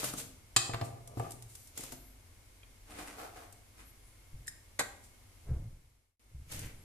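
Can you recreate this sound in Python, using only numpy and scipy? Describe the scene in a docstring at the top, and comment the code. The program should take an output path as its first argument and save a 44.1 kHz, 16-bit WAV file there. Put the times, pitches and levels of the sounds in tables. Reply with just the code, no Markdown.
"""Roasted chestnuts are spooned from a frying pan into a paper cone in a small tiled kitchen.
Nuts thud and shells rustle (noise bursts); the spoon clinks on the pan (ringing tones) and nuts tumble in it.
Nuts land in the cone, faint whistles glide, the cone is tilted (rubbing noise) and the spoon is put down.
The microphone is bumped (low thumps) while the level fades away; it jumps part of the way back and recovers,
as a hand rummages among the dry shells. Room tone, a soft hiss with a thin whine, lies beneath."""
import sys
import numpy as np
from scipy import signal
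from scipy.fft import rfft, irfft, next_fast_len
from scipy.io import wavfile

SR = 44100
rng = np.random.default_rng(int(sys.argv[2]) if len(sys.argv) > 2 else 0)


def unload_wav(signal):
    """Save mono or channel-first audio to the path in sys.argv[1] as 16-bit WAV at rate SR, clipped to [-1, 1]."""
    wavfile.write(
        sys.argv[1],
        SR,
        np.round(np.clip(np.atleast_2d(signal).T, -1, 1) * 32767).astype(np.int16),
    )


N = 301634
TIME = np.arange(N) / SR
TICK_T60_S = 0.035   # time for a shell's tick to die by 60 dB

# The colours below say how strong a noise is at each pitch: (frequency [Hz], relative level per Hz [dB])
# the pan's first crack, which also colours its upper modes: (frequency [Hz], relative level per Hz [dB])
PAN_CRACK_COLOUR = [(250, -8.5), (750, -13), (1300, -3.5), (2200, -7), (2850, -8), (3200, -1.5), (4900, 2),
                    (5400, -8), (6100, -13), (6800, 3), (8500, 0), (9500, -10), (12500, -14), (14500, -28)]
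# nuts hitting paper, and slips on the pan: (frequency [Hz], relative level per Hz [dB])
THUD_COLOUR = [(500, -1.5), (2500, -15.5), (8000, -5.5), (14000, -5)]
# sharp ticks and swishes of shells, and the spoon's crack: (frequency [Hz], relative level per Hz [dB])
TICK_NOISE_COLOUR = [(500, -14.5), (3000, -7.5), (5000, -3), (8500, 5), (14000, -6)]
# shells rubbing and snapping: (frequency [Hz], relative level per Hz [dB])
SHELL_RUB_COLOUR = [(60, -15.5), (250, -8.5), (550, -6.5), (720, -9), (1000, -14), (1200, -15.5),
                    (2300, -11.5), (3000, -12.5), (5000, -13), (7700, -10), (14000, -16)]
# crack of the worktop and of the small click: (frequency [Hz], relative level per Hz [dB])
WORKTOP_CRACK_COLOUR = [(150, -6), (650, 3), (1150, 0), (2100, 1.5), (2900, -11), (3800, -3), (5500, -10.5),
                        (7300, -2), (11000, -9), (14500, -16)]


def from_db(db):
    """Turn decibels into a plain gain."""
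    return 10 ** (np.asarray(db) / 20)


def rms_one(x):
    """Scale a sound to an average (rms) strength of 1."""
    return x / np.sqrt(np.mean(x ** 2) + 1e-20)


def at_hz(points, hz):
    """Read a table on a log-frequency axis, as the ear spaces pitches."""
    points = np.array(points)
    return np.interp(np.log(hz + 1), np.log(points[:, 0]), points[:, 1])


def butter(x, hz, kind, order=2):
    """Smooth filter that keeps the lows, the highs or a band."""
    edge_hz = np.clip(hz, 10, SR / 2 - 500)
    sos = signal.butter(order, edge_hz, kind, fs=SR, output="sos")
    return signal.sosfilt(sos, x + 1e-18)


def colour(x, spectrum, size=8192):
    """Causal (minimum-phase) filter that shapes the spectrum but keeps the power of white noise."""
    wanted_db = at_hz(spectrum, np.fft.rfftfreq(size, 1 / SR))
    cepstrum = irfft(np.log(from_db(wanted_db)))
    # folding the cepstrum onto its first half puts the energy as early as possible
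    response = irfft(np.exp(rfft(2 * cepstrum[:size // 2], size)))
    return signal.oaconvolve(x, response / np.linalg.norm(response))[:len(x)]


def drift(rate):
    """Random wander: straight lines between normal random values, `rate` of them a second."""
    knots = rng.standard_normal(int(rate * N / SR) + 2)
    return np.interp(TIME * rate, np.arange(len(knots)), knots)


def fade(t, t60):
    """Even dying away: 60 dB weaker after t60 seconds."""
    return np.exp(-np.log(1000) * t / t60)


def add(out, s, sound):
    """Mix a sound in at a given time in seconds."""
    start = max(0, round(s * SR))
    out[start:start + len(sound)] += sound[:N - start]


def burst(t, t60):
    """The noise of one contact: builds within a millisecond or so, then dies."""
    contact_s = 0.0006
    return rng.standard_normal(len(t)) * fade(t, t60) * (1 - np.exp(-t / contact_s))


def ring(modes, vary_db):
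    """A struck body rings at several pitches (modes), each dying on its own and with a chance strength."""
    t = TIME[:SR // 3]
    sizes = from_db(np.clip(vary_db, 0, 3) * rng.standard_normal(len(modes)))
    out = 0
    for k, (hz, db, t60) in enumerate(modes):
        sign = (-1) ** k
        out = out + sign * sizes[k] * from_db(db) * np.sin(2 * np.pi * hz * t) * fade(t, t60)
    return out


def strike(hits, modes, crack, crack_db, crack_t60):
    """Each blow rings the modes and a brief crack; a soft contact passes only the lows."""
    out, t = np.zeros(N), TIME[:SR // 3]
    for s, level_db, contact_hz in hits:
        snap = from_db(crack_db) * butter(colour(burst(t, crack_t60), crack), 100, "high")
        body = butter(ring(modes, vary_db=2.0), contact_hz, "low", order=3)
        add(out, s, from_db(level_db) * (body + butter(snap, contact_hz, "low")))
    return out


def friction(spectrum, per_s, spread_db, flutter_db):
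    """Rubbing is many tiny slips of uneven size, whose level flutters at random; rms 1."""
    sizes = from_db(spread_db * np.minimum(rng.exponential(1, N), 4))
    slips = (rng.random(N) < per_s / SR) * rng.standard_normal(N) * sizes
    return rms_one(colour(slips, spectrum) * from_db(flutter_db * drift(110)))


def stroke(s, hold_s, level_db, shape):
    """Gain of one rubbing movement: swells to its level at s, sags while held, dies away."""
    attack_s, sag_db, release_s = shape   # attack and release each span 60 dB
    t, hold_s = TIME - s, max(hold_s, 1 / SR)
    swell = fade(np.maximum(-t, 0), attack_s)
    stop = fade(np.maximum(t - hold_s, 0), release_s)
    return from_db(level_db - sag_db * np.clip(t / hold_s, 0, 1)) * swell * stop


def strokes(rows, shape):
    """Gain of a run of strokes; overlapping ones add in power."""
    return np.sqrt(sum(stroke(*row, shape) ** 2 for row in rows))


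def pan():
    """The spoon's edge excites every mode; tumbling and sliding nuts only the low ones, while shells clack."""
    # the spoon strikes the pan: (time [s], strength [dB], contact bandwidth [Hz])
    spoon_blows = [(0.5626, -13, 13800), (0.569, -23.5, 8860)]
    # nuts knock on the pan: (time [s], strength [dB], contact bandwidth [Hz])
    nut_knocks = [(0.693, -19.5, 804), (0.7345, -21.5, 1190), (0.743, -19, 1080), (0.8115, -20.5, 1010),
                  (0.82, -18.5, 730), (1.171, -16, 515), (1.1968, -14.5, 820), (1.243, -26, 1130),
                  (1.261, -28.5, 1130)]
    # ring of the pan: (frequency [Hz], level [dB], time to die by 60 dB [s])
    pan_modes = [(117.8, -15, 0.2), (371, -25, 0.1), (684, -18, 0.097), (788, -16.5, 0.055),
                 (1179, -14.5, 0.08), (1237, -16.5, 0.073), (1726, -22.5, 0.15), (2543, -14.5, 0.15),
                 (2586, -16, 0.14), (3065, -21.5, 0.13), (3760, -25, 0.14), (7157, -23.5, 0.16),
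                 (7550, -28.5, 0.18)]
    # hard shells clack together: (time [s], strength [dB])
    clacks = [(0.7345, -31.5), (0.742, -30.5), (0.8115, -32)]
    # sound of a clack: (frequency [Hz], relative level per Hz [dB])
    clack_colour = [(700, -3), (2300, -4.5), (4400, -9.5), (6500, -22.5)]
    # nuts are pushed over the pan: (time [s], hold [s], level [dB])
    shoves = [(0.695, 0.03, -39), (0.84, 0.039, -42.5), (0.93, 0.11, -57.5), (1.115, 0.03, -47),
              (1.205, 0.045, -41.5)]
    # course of every shove: (attack [s], sag [dB], release [s])
    shove_shape = (.22, 3, .24)

    blows = strike(spoon_blows, pan_modes, PAN_CRACK_COLOUR, crack_db=3.0, crack_t60=0.038)
    blows += strike(nut_knocks, pan_modes, clack_colour, crack_db=-10.5, crack_t60=0.044)
    upper = shimmer()
    for s, level_db, _ in spoon_blows:
        add(blows, s, from_db(level_db) * upper)
    for s, level_db in clacks:
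        add(blows, s, from_db(level_db) * colour(burst(TIME[:SR // 10], TICK_T60_S), clack_colour))

    slips = friction(THUD_COLOUR, per_s=1400, spread_db=-0.5, flutter_db=2.5)
    slips = butter(slips, 1350, "low", order=6)
    ringing = signal.oaconvolve(slips, ring(pan_modes, vary_db=0))[:N]   # every slip rings the pan
    scrape = rms_one(butter(ringing, 90, "high"))
    grit = rms_one(butter(slips, [170, 900], "band"))   # dull, unpitched part of the scrape
    return blows + strokes(shoves, shove_shape) * (from_db(-4.5) * scrape + from_db(-7.0) * grit)


def shimmer(count=140):
    """The pan's crowded upper modes, at chance pitches, dying evenly."""
    # these many weak modes: (lowest [Hz], highest [Hz], level [dB], time to die by 60 dB [s])
    low_hz, high_hz, level_db, t60 = (2901, 8800, -25.5, 0.45)
    modes = [(hz, 0, t60) for hz in rng.uniform(low_hz, high_hz, count)]
    return from_db(level_db) * colour(ring(modes, vary_db=1.5), PAN_CRACK_COLOUR) / np.sqrt(count)


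def paper():
    """Everything that sounds in and around the cone."""
    return cone() + shells()


def cone():
    """Nuts thud into the paper; each slide mixes a dry rub with the hollow note of the cone."""
    # nuts landing in the cone: (time [s], strength [dB], contact bandwidth [Hz])
    landings = [(0.031, -25.5, 3500), (0.041, -25.5, 13800), (0.1365, -27.5, 1780), (1.775, -40.5, 9050),
                (1.792, -34, 700), (1.836, -38.5, 4500), (1.921, -36.5, 12600), (1.929, -34, 814)]
    # ring of the cone: (frequency [Hz], level [dB], time to die by 60 dB [s])
    cone_modes = [(128, -20, 0.35), (258, -14, 0.12), (360, -18, 0.054), (720, -19, 0.06),
                  (1192, -14, .035), (1450, -13, 0.018)]
    # the cone slides in the hand: (time [s], hold [s], level [dB], hollow share of the power [0-1])
    slides = [(2.913, 0.037, -50, 0.26), (2.986, 0.048, -44.5, 0.5), (3.077, 0.036, -48, 0.13),
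              (3.194, 0.059, -44, 0.95), (3.361, 0.078, -51.5, 0.84), (3.796, 0.025, -55.5, 0.06)]
    # course of every slide: (attack [s], sag [dB], release [s])
    slide_shape = (0.16, 3.45, 0.34)
    # the dry rub: (frequency [Hz], relative level per Hz [dB])
    dry_colour = [(100, -8.5), (300, 4.5), (500, -7.5), (800, -7.5), (1000, -3), (1200, -2.5), (2000, -5),
                  (2450, -5), (3100, -10.5), (6000, -14), (9000, -9), (14000, -24)]
    # the hollow note: (frequency [Hz], relative level per Hz [dB])
    hollow_colour = [(150, -21.5), (380, -9.5), (600, -8), (720, -2.5), (1000, -15.5), (1200, -10),
                     (1700, -16.5), (3000, -24.5), (10000, -28)]

    thuds = strike(landings, cone_modes, THUD_COLOUR, crack_db=-1.0, crack_t60=0.062)
    dry_rub = friction(dry_colour, per_s=2200, spread_db=0.0, flutter_db=1.0)
    hollow_rub = friction(hollow_colour, per_s=2200, spread_db=0.0, flutter_db=1.0)
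    power = np.array([stroke(s, hold_s, level_db, slide_shape) ** 2 for s, hold_s, level_db, _ in slides])
    hollow = np.clip(np.array(slides)[:, -1], 0, 1)
    return thuds + np.sqrt((1 - hollow) @ power) * dry_rub + np.sqrt(hollow @ power) * hollow_rub


def shells():
    """Brittle shells rustle, crackle, swish and grind, with single sharp ticks among them."""
    # shells rubbing on paper and on each other: (time [s], hold [s], level [dB])
    rustles = [(0, 0.0048, -31.5), (0.04, 0.056, -37.5), (0.19, 0.016, -40.5), (1.18, 0.12, -55.5),
               (1.778, 0.1, -47), (1.928, 0.0046, -48), (6.52, 0.046, -44.5), (6.59, 0.07, -49.5)]
    # light, bright swishes over paper and shell: (time [s], hold [s], level [dB])
    swishes = [(0.186, 0.011, -41), (0.85, 0.018, -51.5), (1.5, 0.19, -58.5), (5.046, .01, -57.5)]
    # the hand grinds shells against each other: (time [s], hold [s], level [dB])
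    grinds = [(6.515, 0.18, -51)]
    # sound of the grinding: (frequency [Hz], relative level per Hz [dB])
    grind_colour = [(60, -18), (150, 5), (300, -3), (1000, -15), (2400, -6.5), (3500, -19), (8000, -33)]
    # course of all these movements: (attack [s], sag [dB], release [s])
    rustle_shape = (0.11, 4.9, 0.18)
    # dry shells ticking, plus the spoon's first light tick at 4.471 s: (time [s], strength [dB])
    ticks = [(0.136, -37), (0.196, -39), (1.0744, -43.5), (1.1955, -44.5), (1.307, -39.5), (1.318, -38.5),
             (1.423, -43), (1.552, -41), (1.672, -47.5), (1.7752, -32.5), (1.806, -39.5), (1.836, -38),
             (3.525, -48), (4.471, -42), (6.518, -37.5), (6.542, -45), (6.592, -38)]

    rub = friction(SHELL_RUB_COLOUR, per_s=6000, spread_db=-1.5, flutter_db=2.0)
    snaps = 0.5 * crackle(per_s=110, snap_t60=0.013)
    rustle = strokes(rustles, rustle_shape) * rms_one(rub + snaps)
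    hiss = rms_one(colour(rng.standard_normal(N), TICK_NOISE_COLOUR))
    swish = strokes(swishes, rustle_shape) * hiss
    grinding = friction(grind_colour, per_s=2600, spread_db=-1.5, flutter_db=2.5)
    out = rustle + swish + strokes(grinds, rustle_shape) * grinding
    for s, level_db in ticks:
        add(out, s, from_db(level_db) * colour(burst(TIME[:SR // 10], TICK_T60_S), TICK_NOISE_COLOUR))
    return out


def crackle(per_s, snap_t60):
    """Brief snaps of uneven size at chance times, about per_s a second in each of five registers; rms 1."""
    t, edges, out = TIME[:SR // 30], np.geomspace(1000, 16000, 6), 0
    for low, high in zip(edges, edges[1:]):
        snaps = (rng.random(N) < per_s / SR) * rng.standard_normal(N)
        one_snap = butter(rng.standard_normal(len(t)) * fade(t, snap_t60), [low, high], "band", order=1)
        out = out + signal.oaconvolve(snaps, one_snap)[:N]
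    return rms_one(colour(out, SHELL_RUB_COLOUR))


def spoon():
    """The spoon's short ring over the duller knock of the worktop."""
    # the spoon touches, then lands on the worktop: (time [s], strength [dB], contact bandwidth [Hz])
    spoon_touches = [(4.465, -54, 13780), (4.479, -33, 14200), (4.7945, -30, 12100)]
    # ring of the spoon: (frequency [Hz], level [dB], time to die by 60 dB [s])
    spoon_modes = [(1617, -2.5, 0.014), (1840, 0, 0.027), (3810, -14, 0.033), (5170, -5.5, 0.026),
                   (7170, -1, 0.039), (7420, -4.5, 0.024), (9200, -7.5, 0.02)]
    # knocks on the worktop: (time [s], strength [dB], contact bandwidth [Hz])
    worktop_knocks = [(4.7905, -25, 13800), (4.7945, -30, 2980), (4.8085, -30, 1980)]
    # ring of the worktop: (frequency [Hz], level [dB], time to die by 60 dB [s])
    worktop_modes = [(121.7, -14.5, 0.18), (764, -12, 0.032), (1097, -7.5, 0.045), (2014, -7.5, .05)]
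    metal = strike(spoon_touches, spoon_modes, TICK_NOISE_COLOUR, crack_db=-5, crack_t60=0.056)
    wood = strike(worktop_knocks, worktop_modes, WORKTOP_CRACK_COLOUR, crack_db=0.4, crack_t60=0.11)
    return metal + wood


def click():
    """Something small and hard is touched lightly: a faint ring and crack."""
    # the touch: (time [s], strength [dB], contact bandwidth [Hz])
    touches = [(2.632, -52, 4000)]
    # its ring: (frequency [Hz], level [dB], time to die by 60 dB [s])
    click_modes = [(1640, -10, .015), (2400, 1, 0.022), (3250, 4, 0.029)]
    return strike(touches, click_modes, WORKTOP_CRACK_COLOUR, crack_db=-2, crack_t60=0.04)


def whistles():
    """Faint, thin tones that glide in an arch and waver, each with two weaker partials below it."""
    # the glides: (start [s], length [s], first pitch [Hz], last pitch [Hz], level [dB]), before the waver
    glides = [(1.53, 0.18, 11400, 12300, -63), (1.9, 0.26, 13300, 11100, -61.5),
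              (3.84, 0.083, 11200, 11400, -59), (4.018, 0.13, 10460, 10040, -66),
              (6.73, 0.19, 10000, 11900, -68)]
    out = np.zeros(N)
    for s, length, from_hz, to_hz, level_db in glides:
        arch = np.sin(np.linspace(0, np.pi, int(length * SR)))   # bends the pitch and swells the level
        waver = 0.0073 * drift(574)[:len(arch)]
        hz = np.linspace(from_hz, to_hz, len(arch)) * (1 + 0.043 * arch + waver)
        phase = 2 * np.pi * np.cumsum(hz) / SR
        tone = sum(0.5 ** k * np.sin(phase * (1 - k / 7)) for k in range(3))
        add(out, s, from_db(level_db) * arch * tone)
    return out


def handling():
    """Fingers brush, rumble and thump on the microphone's case."""
    # fingers shift on the microphone: (time [s], hold [s], level [dB])
    shifts = [(4.34, 0.031, -47), (5.505, 0.077, -31), (5.64, 0.11, -44.5), (6.335, 0.24, -48.5),
              (6.55, 0.14, -41.5)]
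    # sound of rumble and thumps: (frequency [Hz], relative level per Hz [dB])
    rumble_colour = [(25, 5.5), (60, -1), (130, 4.5), (180, -16.5), (300, -22.5), (1000, -49), (6000, -79)]
    # skin brushes over the case: (time [s], hold [s], level [dB])
    brushes = [(5.485, 0.079, -51.5)]
    # sound of the brushing: (frequency [Hz], relative level per Hz [dB])
    brush_colour = [(530, 3), (1000, -10), (1600, -13), (5000, -50)]
    # course of shifts and brushes: (attack [s], sag [dB], release [s])
    handling_shape = (0.1, 4.8, 0.66)
    # bumps on the case: (time [s], strength [dB], contact bandwidth [Hz])
    bumps = [(5.497, -28, 200), (5.5125, -25.5, 199), (6.342, -32, 117)]
    # ring of the case: (frequency [Hz], level [dB], time to die by 60 dB [s])
    case_modes = [(67, -4.5, 0.34), (131, -12.5, 0.15)]

    shifting = friction(rumble_colour, per_s=4200, spread_db=1.5, flutter_db=3.0)
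    rumble = strokes(shifts, handling_shape) * shifting
    skin = rms_one(colour(rng.standard_normal(N), brush_colour))
    brush = strokes(brushes, handling_shape) * skin
    return rumble + brush + strike(bumps, case_modes, rumble_colour, crack_db=-6, crack_t60=0.087)


def room_tone():
    """Low rumble and soft hiss, with a faint narrow whirr and a thin wavering whine inside it."""
    # the still room: (frequency [Hz], relative level per Hz [dB])
    air_colour = [(28, -7), (48, 6), (62, -6.5), (100, 0), (165, -26), (228, -17), (340, -20.5), (600, -24),
                  (1630, -29), (2190, -27.5), (3730, -31.5), (10500, -30), (14500, -37.5)]
    # the whine: (frequency [Hz], level [dB])
    whine_hz, whine_db = (2160, -82.5)
    air_db = -58.5

    def air():
        """One random layer of air noise with the whirr in it."""
        whirr = rms_one(butter(rng.standard_normal(N), [2080, 2270], "band"))
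        return colour(rng.standard_normal(N), air_colour) + from_db(-24) * whirr

    wavering_hz = whine_hz * (1 + 0.004 * drift(10))
    whine = np.sqrt(2) * np.sin(2 * np.pi * np.cumsum(wavering_hz) / SR)   # rms 1
    return from_db(air_db) * diffuse(air(), air(), apart_hz=453.7) + from_db(whine_db) * whine


def diffuse(mid, side, apart_hz):
    """Two close microphones share the bass and differ above it."""
    return mid + butter(side, apart_hz, "high", order=1) * np.array([[1], [-1]])


def scatter(x, lead_ms, side_db):
    """The lows reach the left microphone earlier; nearby surfaces add reflections that differ by side."""
    size = next_fast_len(N + SR)
    near = burst(TIME[:SR // 30], 0.028)   # reflections, dying by 60 dB in 0.028 s
    hz = np.fft.rfftfreq(size, 1 / SR)
    turn = np.clip(np.pi * hz * lead_ms / 1000, -np.pi / 6, np.pi / 6)   # half the lead on each side
    pair = irfft(rfft(x, size) * np.exp(1j * turn * np.array([[1], [-1]])), size)[:, :N]
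    reflections = signal.oaconvolve(x, near / np.linalg.norm(near))[:N]
    return diffuse(pair, from_db(side_db) * reflections, apart_hz=950)


def kitchen(x, build_s):
    """Tiled walls return a dense tail, each octave dying at its own pace."""
    # echo of the room: (frequency [Hz], time to die by 60 dB [s])
    room_t60 = [(100, 1), (1500, 0.5), (7000, 0.47), (14000, 0.42)]
    t, edges, tail = TIME[:SR], np.geomspace(60, 15360, 9), 0
    for low, high in zip(edges, edges[1:]):
        noise = diffuse(*rng.standard_normal((2, SR)), apart_hz=704)
        tail = tail + butter(noise, [low, high], "band") * fade(t, at_hz(room_t60, np.sqrt(low * high)))
    tail = tail * (1 - np.exp(-t / build_s))
    return signal.fftconvolve(x[None], tail / np.linalg.norm(tail[0]), axes=1)[:, :N]


def dip():
    """The level of everything fades evenly to a floor 40 dB down, jumps part of the way back and recovers."""
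    silent_at_s, fade_s = 6.172, 0.7
    return_at_s, return_db, recover_s = 6.195, -7.5, 0.35
    leaving = np.clip((silent_at_s - TIME) / fade_s, 0, 1)
    returning = from_db(return_db * np.clip(1 - (TIME - return_at_s) / recover_s, 0, 1))
    return np.maximum(leaving + returning * (TIME > return_at_s), from_db(-40))


def scene():
    """Pan and spoon are point sources, the rustling paper a broad one; handling and room tone lie under them."""
    struck = pan()
    laid = spoon() + click()
    rustling = paper() + whistles()
    points = scatter(struck, lead_ms=0.36, side_db=-4.0) + scatter(laid, lead_ms=0.092, side_db=-0.5)
    broad = diffuse(rustling, paper(), apart_hz=700)   # a second random paper sound sets the sides apart
    direct = from_db(-2.5) * (points + broad)
    into_room = from_db(-9.0) * struck + from_db(-11.5) * laid + from_db(-7.0) * rustling
    echo = kitchen(into_room, build_s=0.002)
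    return (direct + echo + handling() + room_tone()) * dip()


def record(dry):
    """The left microphone is the brighter one; a steep filter cuts the top."""
    # balance of the microphones: (frequency [Hz], left minus right [dB])
    lean = [(4000, 0.28), (8500, 0), (10500, 5), (14000, 4.5)]
    cutoff_hz = 14350
    size = next_fast_len(N + SR)
    lean_db = at_hz(lean, np.fft.rfftfreq(size, 1 / SR)) * np.array([[0.5], [-0.5]])
    heard = irfft(rfft(dry, size) * from_db(lean_db), size)[:, :N]
    top_cut = signal.ellip(10, 0.3, 80, cutoff_hz, fs=SR, output="sos")
    return signal.sosfilt(top_cut, heard)


dry = scene()
out = record(dry)
unload_wav(out)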